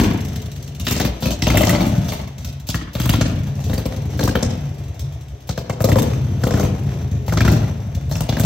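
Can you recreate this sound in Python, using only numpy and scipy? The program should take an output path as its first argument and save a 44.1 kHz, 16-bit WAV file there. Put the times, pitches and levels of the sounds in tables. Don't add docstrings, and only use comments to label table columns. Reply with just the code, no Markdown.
import sys
import numpy as np
from scipy import signal
from scipy.fft import rfft, irfft, next_fast_len
from scipy.io import wavfile
from scipy.ndimage import uniform_filter1d, minimum_filter1d

SR = 44100
rng = np.random.default_rng(int(sys.argv[2]) if len(sys.argv) > 2 else 0)


def waveform_to_disk(signal):
    frames = np.transpose(np.atleast_2d(signal))
    scaled = np.clip(frames, -1, 1) * 32767
    samples = np.round(scaled).astype(np.int16)
    wavfile.write(sys.argv[1], SR, samples)


def field_ratio(decibels):
    return 10 ** (np.asarray(decibels, dtype=float) / 20)


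N = 372644


def curve(table, n):
    hz, value = np.transpose(table)
    return np.interp(np.log(np.fft.rfftfreq(n, 1 / SR) + 1), np.log(hz), value)


def colour(x, table):
    n = next_fast_len(x.shape[-1])
    return irfft(rfft(x, n) * field_ratio(curve(table, n)), n)[..., :x.shape[-1]]


def noise(table):
    x = colour(rng.standard_normal(N), table)
    return x / np.sqrt(np.mean(x ** 2))


def train(times, sizes):
    out = np.zeros(N)
    np.add.at(out, np.clip((times * SR).astype(int), 0, N - 1), sizes)
    return out


def add(out, s, grain):
    i = max(int(s * SR), 0)
    out[i:i + len(grain)] += grain[:N - i]


def fall(x, seconds):
    return signal.lfilter([1], [1, -np.exp(-1 / (seconds * SR))], x)


def swell(x, rise_s, fall_s):
    return fall(x, fall_s) - fall(x, rise_s)


def ring(times, sizes, modes, uneven_db, push_s):
    chance = rng.standard_normal((len(times), len(modes)))
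    out = 0
    for k, (hz, width_hz, db) in enumerate(modes):
        pole = np.exp((2j * np.pi * hz - np.pi * width_hz) / SR)
        blows = train(times, sizes * field_ratio(db + uneven_db * chance[:, k]))
        out = out + signal.lfilter([1], [1, -pole], blows).imag
    return uniform_filter1d(out, int(push_s * SR))


def walk(rate):
    k = int(SR / rate)
    return uniform_filter1d(np.repeat(rng.standard_normal(N // k + 1), k), k)[:N]


def crackling(table, jump_db, shade_db, edges_hz):
    out, rest = 0, noise(table)
    for hz in edges_hz:
        band = signal.sosfilt(signal.butter(2, hz, fs=SR, output="sos"), rest)
        out = out + field_ratio(jump_db * walk(300) + shade_db * walk(35)) * band
        rest = rest - band
    return out + field_ratio(jump_db * walk(300) + shade_db * walk(35)) * rest


CRUISE_HZ = 12
# time_s, speed_hz (four-stroke cycles per second)
SPEED = [(0.0, 15.94), (0.56, 9.1), (0.76, 7.6), (1.0, 11.78), (1.4, 11.76), (1.68, 17.36), (1.8, 17.42),
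         (1.88, 18.68), (2.2, 9.86), (2.48, 7.21), (2.6, 5.22), (2.76, 8.97), (2.84, 5.98), (3.2, 14.48),
         (3.48, 12.14), (3.64, 10.56), (3.8, 13.03), (4.2, 11.03), (4.28, 12.47), (4.4, 14.49), (5.4, 4.18),
         (5.64, 8.48), (5.76, 9.28), (6.0, 16.65), (6.4, 12.62), (6.64, 17.65), (6.72, 13.16), (6.8, 14.64),
         (7.2, 9.01), (7.28, 9.71), (7.5, 15.42), (7.76, 11.6), (8.12, 9.61), (8.45, 15.52)]


def octaves(s):
    return np.log2(np.interp(s, *np.transpose(SPEED)) / CRUISE_HZ)


UPPER_DB_PER_OCT = 7.5
# time_s, upper_pipe_db, lowest_bark_db, road_dip_depth (0-1)
ALONG_ALLEY = [(0, 20.5, -2, 0), (.3, 15.5, -6, 0.3), (.9, 16.5, -12, 0.5), (1.4, 16, -15.5, 0.7),
               (1.9, 20.5, -42, 0.77), (2.3, 13.5, -8, 1), (2.7, 17, -13, 0.87), (3.1, 15.5, -9.5, 0.9),
               (3.8, 14, -5.5, 0.72), (4.3, 14.5, -4, 0.73), (5.0, 0, 8, 0.82), (5.6, 11, -5.5, 0.76),
               (6.0, 12, -4.5, 0.54), (6.5, 10.5, -8.5, 0.17), (7.4, 13.5, -14.5, 0.49),
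               (8.3, 11.5, -13, 0.7)]


def ride(s):
    at, upper_db, low_db, _ = np.transpose(ALONG_ALLEY)
    upper = field_ratio(np.interp(s, at, upper_db) + UPPER_DB_PER_OCT * octaves(s))
    return upper, field_ratio(np.interp(s, at, low_db))


CYCLE_AT_START, REAR_FIRES_AT = -.0142, .5744
# start_s, end_s
MISFIRES = [(1.07, 1.2), (1.32, 1.37), (2.31, 2.36), (2.77, 2.92), (3.15, 3.19), (3.23, 3.26), (3.49, 3.53),
            (3.8, 3.83), (3.87, 3.91), (4.29, 4.33), (4.37, 4.4), (5.02, 5.1), (5.6, 5.67), (5.72, 5.78),
            (6.33, 6.37), (8.23, 8.27)]
# open_s, shut_s, thump_db, bark_db, gas_db (relative levels)
BLIPS = [(0, 0.06, -14.5, -24.5, -25), (0.843, 1.06, -17, -21.5, -23.5), (1.203, 1.32, -16.5, -23.5, -25.5),
         (1.405, 1.7, -13, -21, -22.5), (1.71, 1.88, -15, -18, -34), (2.08, 2.17, -24, -19, -29),
         (2.66, 2.76, -11.5, -21, -21.5), (2.925, 3.23, -11, -25.5, -23.5),
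         (3.676, 3.87, -11.5, -24.5, -32), (4.165, 4.44, -13, -18, -29.5), (5.44, 5.72, -11.5, -25, -28.5),
         (5.785, 6.03, -17, -28.5, -29.5), (6.396, 6.64, -15, -28, -34.5), (7.25, 7.53, -11, -20, -29.5),
         (8.085, 8.22, -16.5, -26.5, -35), (8.27, 8.45, -13, -19.5, -31.5)]


def crank():
    t = np.arange(N) / SR
    cycle = CYCLE_AT_START + np.cumsum(np.interp(t, *np.transpose(SPEED))) / SR
    whole = np.arange(int(cycle[-1]) + 1)
    due = np.ravel([whole, whole + REAR_FIRES_AT], order="F")
    due = due[due < cycle[-1]]
    s = np.interp(due, cycle, t)
    fired = ~np.any([(s > a) & (s < b) for a, b in MISFIRES], axis=0)
    blip = np.full(len(s), -1)
    for k, row in enumerate(BLIPS):
        blip[(s >= row[0]) & (s < row[1])] = k
    return s[fired], (due % 1 == 0)[fired], blip[fired]


def nearest(s, table):
    return np.abs(s[:, None] - np.array(table)[:, 0]).argmin(axis=0)


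SNAP_OVER_GAS_DB, SNAP_HZ, SNAP_FADE_OCT_PER_S = 12, 3120, 0.164
POWER_SCATTER_DB, GAS_SCATTER_DB = 4, 0.5
GAS_PER_PUNCH, BARK_PER_PUNCH = 0.3, 1
GAS_PER_SNAP = 0.17
GAS_DB_PER_SNAP_OCT = 1.5
REAR_BARK_DB = 4.5
BARK_PUSH_DB = 3
# time_s, snap_db (relative), snap_hz, punch_db (thump above its blip's)
CRACKS = [(-.006, -1.5, 2730, 6), (.035, -15.5, 1155, -0.5), (.867, -9.5, 3440, 0.5),
          (0.908, -12.5, 3750, 3), (.963, -20, 4510, 2), (.999, -8.5, 1686, 6), (1.048, -18, 1160, 5),
          (1.223, -16.5, 2880, 1.5), (1.256, -12.5, 2570, 5.5), (1.305, -19.5, 3680, 0.5),
          (1.421, -8, 2020, 2), (1.468, -4, 2770, 3), (1.501, -4, 2015, 2.5), (1.542, -15, 2030, 4),
          (1.571, -0.5, 2070, 3.5), (1.607, -8, 3000, -4), (1.633, -2.5, 2100, 0.5),
          (1.67, -11.5, 3110, -4), (1.693, -3, 1980, 1), (1.727, -13, 2920, 1), (1.749, -6.5, 2170, -6),
          (1.805, -8.5, 2150, -2), (2.083, -25, 3450, -7), (2.688, -22, 3700, -3),
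          (2.743, -11.5, 2650, -1.5), (2.951, -15.5, 3580, -4), (2.999, -15, 3440, -0.5),
          (3.056, -8.5, 985, 1), (3.092, -4, 2840, 3.5), (3.137, -3.5, 1046, 2.5),
          (3.209, -13.5, 3880, 1.5), (3.696, -19, 3830, 0.5), (3.731, -15.5, 3970, 0.5),
          (3.778, -12.5, 4700, -2.5), (3.855, -18.5, 5400, -1), (4.192, -7, 1470, -1.5),
          (4.23, -11, 3700, 3.5), (4.276, -2, 1078, 3), (4.353, -3, 1354, 4), (4.425, -19.5, 1080, 2.5),
          (5.491, -11.5, 940, 0.5), (5.576, -15, 1570, -1), (5.696, -7.5, 1013, -0.5),
          (5.804, -10.5, 1490, 7), (5.841, -8.5, 4140, 12), (5.887, -13.5, 1960, 7.5),
          (5.917, -7, 1780, 11), (5.957, -4, 1144, 12), (5.984, -3, 940, 3), (6.02, -29, 1890, 2.5),
          (6.391, -24, 1240, 8), (6.435, -9, 1570, 6), (6.467, -16.5, 1920, 3.5), (6.507, -13.5, 1560, 2.5),
          (6.537, -11.5, 1300, 9.5), (6.572, -13.5, 1565, -3), (6.596, -11.5, 1430, 4.5),
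          (7.28, -10.5, 986, -1), (7.323, -7.5, 1450, 4), (7.372, -5.5, 1426, 2), (7.406, 0, 1570, 5),
          (7.449, -7, 1570, 3), (7.478, 1.5, 1492, 4.5), (8.112, -20, 3980, 1.5), (8.154, -15, 2570, 5.5),
          (8.205, -17, 1360, 4.5), (8.289, -20, 3700, 2), (8.324, -15.5, 1600, 3), (8.368, -9.5, 1620, 2),
          (8.396, -10, 1605, 6), (8.435, -21, 2600, 0)]
# time_s, bark_db (relative, before the push above)
BARKS = [(0.867, -23), (0.91, -22), (0.962, -19.5), (1.001, -12), (1.258, -18.5), (1.304, -18),
         (1.469, -8.5), (1.5, -21), (1.543, -6.5), (1.61, -8), (1.634, -15), (1.67, -11), (1.727, -11.5),
         (1.751, -14), (1.806, -17), (2.692, -25.5), (2.954, -19), (3.093, -21.5), (3.137, -18.5),
         (3.211, -14.5), (3.778, -21.5), (3.856, -20), (4.275, -21), (4.353, -15), (4.424, -19.5),
         (5.577, -18), (5.697, -20), (5.803, -16.5), (5.84, -13), (5.889, -10.5), (5.959, -10),
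         (6.436, -13.5), (6.467, -12.5), (6.507, -16), (6.535, -17.5), (6.571, -17.5), (6.596, -13.5),
         (7.324, -17.5), (7.453, -14.5), (7.48, -14)]


def on_throttle():
    s, front, blip = crank()
    is_open = blip >= 0
    chance = rng.standard_normal((len(s), 5))[is_open].T
    rear = ~front[is_open]
    s = s[is_open]
    thump_db, bark_db, gas_db = np.array(BLIPS)[blip[is_open], 2:].T
    snap_db = gas_db + SNAP_OVER_GAS_DB + GAS_SCATTER_DB * chance[0]
    snap_hz = SNAP_HZ * 2 ** (0.66 * chance[1] - SNAP_FADE_OCT_PER_S * s)
    punch_db = POWER_SCATTER_DB * chance[2]
    k = nearest(s, CRACKS)
    s[k], snap_db[k], snap_hz[k], punch_db[k] = np.transpose(CRACKS)
    bark_db = bark_db + BARK_PER_PUNCH * punch_db + REAR_BARK_DB * rear
    bark_db[nearest(s, BARKS)] = np.array(BARKS)[:, 1] + BARK_PUSH_DB
    extra_snap_db = snap_db - gas_db - SNAP_OVER_GAS_DB
    gas_db = gas_db + GAS_SCATTER_DB * chance[3] + GAS_PER_PUNCH * punch_db
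    gas_db = gas_db + GAS_PER_SNAP * extra_snap_db + GAS_DB_PER_SNAP_OCT * np.log2(snap_hz / SNAP_HZ)
    return s, snap_db, snap_hz, gas_db, thump_db + punch_db, bark_db


def snap(s, snap_db, snap_hz):
    t = np.arange(int(0.01 * SR)) / SR
    shape = np.exp(-t / .0035) - np.exp(-t / .0012)
    crack_shape = np.exp(-t / 0.0019) - np.exp(-t / 0.0005)
    out = np.zeros(N)
    for at, db, hz in zip(s, snap_db, snap_hz):
        stumble = np.cumsum(rng.standard_normal(len(t))) * .19
        add(out, at, field_ratio(db - 4.0) * shape * np.sin(2 * np.pi * hz * t + stumble))
        rush = uniform_filter1d(rng.standard_normal(len(t)), size=5)
        add(out, at, field_ratio(db - 9) * crack_shape * rush)
        late_s, shift = rng.uniform(.004, .014), 2 ** rng.uniform(-0.79, 1.2)
        second = np.sin(2 * np.pi * hz * shift * t + stumble[::-1])
        add(out, at + late_s, field_ratio(db - 9.5) * shape * second)
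    return out


# (per Hz, relative)
GAS = [(800, 3.5), (2100, -0.5), (2700, 1), (3800, 1), (5200, -1), (6100, 1), (7000, -3), (13500, -0.5),
       (15800, -3.5), (16600, -50)]


def gas_rush(s, gas_db):
    late_s, late_db = rng.uniform((.004, -11.), (.018, -1.), (len(s), 2)).T
    bursts = train(s, field_ratio(gas_db + 5.0)) + train(s + late_s, field_ratio(gas_db + 2.5 + late_db))
    edges_hz = [1300., 2170.0, 3200.0, 4480.0, 5170.0, 8700.0]
    return swell(bursts, .0018, .0055) * crackling(GAS, 4.26, 3.63, edges_hz)


# freq_hz, width_hz, level_db (relative)
BARK = [(525.6, 62, 1.5), (600, 76, 4), (693, 82, -7)]


def bark(s, bark_db):
    low_gain = ride(s)[1]
    low = ring(s + 0.0023, field_ratio(bark_db + 3.5) * low_gain, BARK[:1], uneven_db=3.5, push_s=0.00017)
    high = ring(s + .002, field_ratio(bark_db - 6.0), BARK[1:], uneven_db=0.5, push_s=0.00072)
    rasp_colour = [(300, -9.0), (430, -29.0), (560, 3.0), (1300, -9.5), (2200, -48.0)]
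    rasp = swell(train(s, field_ratio(bark_db - 4)), 0.0042, 0.0093) * noise(rasp_colour)
    return low + high + rasp


DEEP_FADE_DB_PER_S = .7
# freq_hz, width_hz, level_db (relative)
LOW_PIPE = [(62.4, 43, 5), (118.7, 22.6, 3.5), (157.6, 28, 3)]
# freq_hz, width_hz, level_db (relative)
UPPER_PIPE = [(201.5, 34, -15.5), (238.8, 38, -15.5), (293.5, 47, -12)]


def thump(s, thump_db):
    low = ring(s + 0.0058, field_ratio(thump_db - 5.0), LOW_PIPE[1:], uneven_db=2.0, push_s=0.0026)
    deep_size = field_ratio(thump_db - 1.5 - DEEP_FADE_DB_PER_S * s)
    deep = ring(s + 0.0059, deep_size, LOW_PIPE[:1], uneven_db=1.0, push_s=0.0034)
    growl_size = field_ratio(thump_db - 7.0) * ride(s)[0]
    growl = ring(s + 0.00581, growl_size, UPPER_PIPE, uneven_db=2.5, push_s=0.0017)
    return low + deep + growl


INTAKE_DB, INTAKE_LEAD_S = -9.5, 0.02


def intake(s, gas_db):
    first = np.diff(s, prepend=0) > .15
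    clicks = train(s[first] - INTAKE_LEAD_S, field_ratio(gas_db[first] + INTAKE_DB))
    return swell(clicks, 0.0022, 0.026) * noise([(1500, -20)] + GAS[2:])


def power_strokes():
    s, snap_db, snap_hz, gas_db, thump_db, bark_db = on_throttle()
    strokes = gas_rush(s, gas_db) + bark(s, bark_db) + thump(s, thump_db) + intake(s, gas_db)
    return snap(s, snap_db, snap_hz), strokes


# (per Hz, relative)
GEAR = [(180, 4.5), (300, 3.5), (700, 1.5), (1200, -8), (3000, -12), (3600, -13), (4200, -18.5),
        (5300, -17), (5800, -10.5), (6400, -14), (7000, -22.5), (14000, -24), (16600, -46)]


def running_gear():
    flicker_db = 3.9 * walk(30) + 4.8 * walk(250)
    hiss = field_ratio(-46 + 20.0 * octaves(np.arange(N) / SR) + flicker_db)
    murmur = field_ratio(-51.0)
    return (hiss + murmur) * noise(GEAR)


PUFF_DB, PUFF_DB_PER_OCT, FRONT_PUFF_DB, PUFF_SCATTER_DB = -25.5, 5, 6.5, 1.5
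TICK_DB, TICK_DB_PER_OCT, TICK_FADE_DB_PER_S, TICK_SCATTER_DB = -25, 2, 2, 1.5
PUFF_RECOVERY_DB_PER_S = 2.5
PUFF_GAIN_DB_PER_S = .5
# time_s, tick_db, puff_db (relative levels)
STRAY_POPS = [(0.358, -20.5, -15.5), (0.797, -18, -15), (2.381, -26.5, -19.5), (2.446, -19.5, -15.5),
              (3.277, -26, -14), (3.64, -23.5, -14), (3.962, -26, -13.5), (4.452, -46, -10),
              (4.993, -23.5, -13.5), (6.241, -37, -12.5), (7.113, -30, -10.5), (7.948, -25, -11)]


def off_throttle():
    s, front, blip = crank()
    shut = blip < 0
    chance = rng.standard_normal((len(s), 2))[shut].T
    s, front = s[shut], front[shut]
    puff_db = PUFF_DB + PUFF_DB_PER_OCT * octaves(s) + FRONT_PUFF_DB * front + PUFF_SCATTER_DB * chance[0]
    shut_s = np.array(BLIPS)[:, 1]
    since_s = s - shut_s[np.maximum(np.searchsorted(shut_s, s) - 1, 0)]
    puff_db = puff_db + PUFF_RECOVERY_DB_PER_S * since_s + PUFF_GAIN_DB_PER_S * s
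    tick_db = TICK_DB + TICK_DB_PER_OCT * octaves(s) - TICK_FADE_DB_PER_S * s
    tick_db = tick_db + TICK_SCATTER_DB * chance[1]
    k = nearest(s, STRAY_POPS)
    s[k], tick_db[k], puff_db[k] = np.transpose(STRAY_POPS)
    return s, tick_db, puff_db, front


PUFF_RING_DB = 2.5


def puff(s, puff_db, step_s):
    t = np.arange(int(.25 * SR)) / SR
    shape = np.exp(-t / 0.049) - np.exp(-t / 0.0054)
    out = np.zeros(N)
    for at, db, step, (a, b) in zip(s, puff_db, step_s, rng.standard_normal((len(s), 2))):
        low = 1 / (1 + np.exp((t - step * (1 + 0.062 * np.tanh(b))) / 0.0087))
        hz = 141 * (1 + 0.029 * a) - 75 * low
        wander = 0.0036 * np.cumsum(rng.standard_normal(len(t)))
        tone = np.sin(2 * np.pi * np.cumsum(hz) / SR + wander)
        add(out, at, field_ratio(db - PUFF_RING_DB * low) * shape * tone)
    return out


PUFF_STEP_CYCLES = .28
REAR_MURMUR_DB = 0.5
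# freq_hz, width_hz, level_db (relative)
MURMUR = [(432, 47, -3.5), (580, 60, -7), (682, 34, -2.5)]


def coasting():
    s, tick_db, puff_db, front = off_throttle()
    step_s = PUFF_STEP_CYCLES / np.interp(s, *np.transpose(SPEED))
    puffs = puff(s, puff_db, step_s)
    growl_size = field_ratio(puff_db - 2.5) * ride(s)[0]
    growl = ring(s + .004, growl_size, UPPER_PIPE, uneven_db=2., push_s=.003)
    tick_colour = [(1500, -12.0), (3500, -0.5), (4800, -6.), (6000, 0.0), (7200, -7.),
                   (13000, -8.5), (15800, -12.0), (16600, -53.0)]
    ticks = swell(train(s, field_ratio(tick_db - 6.5)), 0.0011, 0.008) * noise(tick_colour)
    murmur_size = field_ratio(puff_db - 10.5 + REAR_MURMUR_DB * ~front)
    murmur = ring(s + step_s, murmur_size, MURMUR, uneven_db=3.0, push_s=0.0011)
    return puffs + growl + murmur + ticks


# freq_hz, level_db
GROUND_DIP = [(320, 0.), (370, -10.5), (440, -10.5), (510, 0.5)]


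def road_dip(bike):
    depth = np.clip(np.interp(np.arange(N) / SR, *np.array(ALONG_ALLEY)[:, [0, 3]].T), 0, 1)
    return (1 - depth) * bike + depth * colour(bike, GROUND_DIP)


# freq_hz, decay_s
ALLEY_T60 = [(100, 0.82), (500, 0.6), (2000, 0.75), (6000, 0.3), (14000, 0.2)]


def alley(x, hop_s):
    t = np.arange(int(.9 * SR)) / SR
    hop = int(hop_s * SR)
    out = np.zeros((2, N + 3 * hop + len(t)))
    padded = np.concatenate([np.zeros(hop), x, np.zeros(2 * hop)])
    for i in range(0, N + hop, hop):
        spectrum = rfft(rng.standard_normal((2, len(t))))
        tail = 0
        for hz, t60 in ALLEY_T60:
            band = curve([(f, f == hz) for f, _ in ALLEY_T60], len(t))
            tail = tail + irfft(spectrum * band, len(t)) * field_ratio(-60 * t / t60)
        echoes_db = 4.5 * walk(200)[:len(t)]
        onset = np.clip(t / 0.0073 - .4, 0, 1)
        tail = tail * field_ratio(echoes_db) * onset / np.sqrt(SR)
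        piece = padded[i:i + 2 * hop] * np.hanning(2 * hop)
        out[:, i:i + 2 * hop + len(t) - 1] += signal.fftconvolve(piece[None], tail, axes=1)
    return out[:, hop:hop + N]


# freq_hz, level_db
LEFT_MINUS_RIGHT = [(60, .5), (200, 2.), (700, 7.), (1300, 2.), (2400, .3), (8000, 0)]
# freq_hz, phase_radians
LEFT_LEADS = [(400, 0), (1000, 1.46), (3000, -1.5), (4800, 0.6), (6000, -14.5), (7000, 0.03), (9200, np.pi),
              (11300, np.pi), (12200, 8), (14500, 2 * np.pi)]


def two_ports(both, unlike):
    n = next_fast_len(N)
    skew = np.sqrt(field_ratio(curve(LEFT_MINUS_RIGHT, n))) * np.exp(.5j * curve(LEFT_LEADS, n))
    left = irfft(rfft(both + unlike, n) * skew, n)[:N]
    right = irfft(rfft(both - unlike, n) / skew, n)[:N]
    return np.array([left, right])


# freq_hz, level_db (relative)
SCATTER = [(60, -53), (200, -25), (600, -12.5), (1500, -14), (4000, -10), (7000, -6.5), (9000, -10),
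           (11500, -31), (13000, -4)]


def scene():
    snaps, strokes = power_strokes()
    bike = road_dip(strokes + running_gear() + coasting())
    snap_share = .35
    shared, unlike = alley(bike + snap_share * snaps, hop_s=.3)
    echo_colour = [(100, 8.7), (300, 14.7), (410, 19.5), (560, 8.9), (1200, 8.9), (4000, 14.0)]
    both = bike + snaps + colour(shared, echo_colour)
    return two_ports(both, field_ratio(22.0) * colour(unlike, SCATTER))


def roll_off(x):
    return signal.sosfilt(signal.butter(12, 16730, fs=SR, output="sos"), x)


def record(dry):
    x = signal.sosfilt(signal.butter(8, 55., "high", fs=SR, output="sos"), dry)
    top_hz = 16200
    x = signal.sosfilt(signal.butter(8, top_hz, fs=SR, output="sos"), x)
    peak = -minimum_filter1d(-np.abs(x).max(axis=0), size=600)
    gain = uniform_filter1d(np.minimum(.9 / (peak + 1e-9), 1), size=300)
    return roll_off(x * gain)


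dry = scene()
out = record(dry)
waveform_to_disk(out)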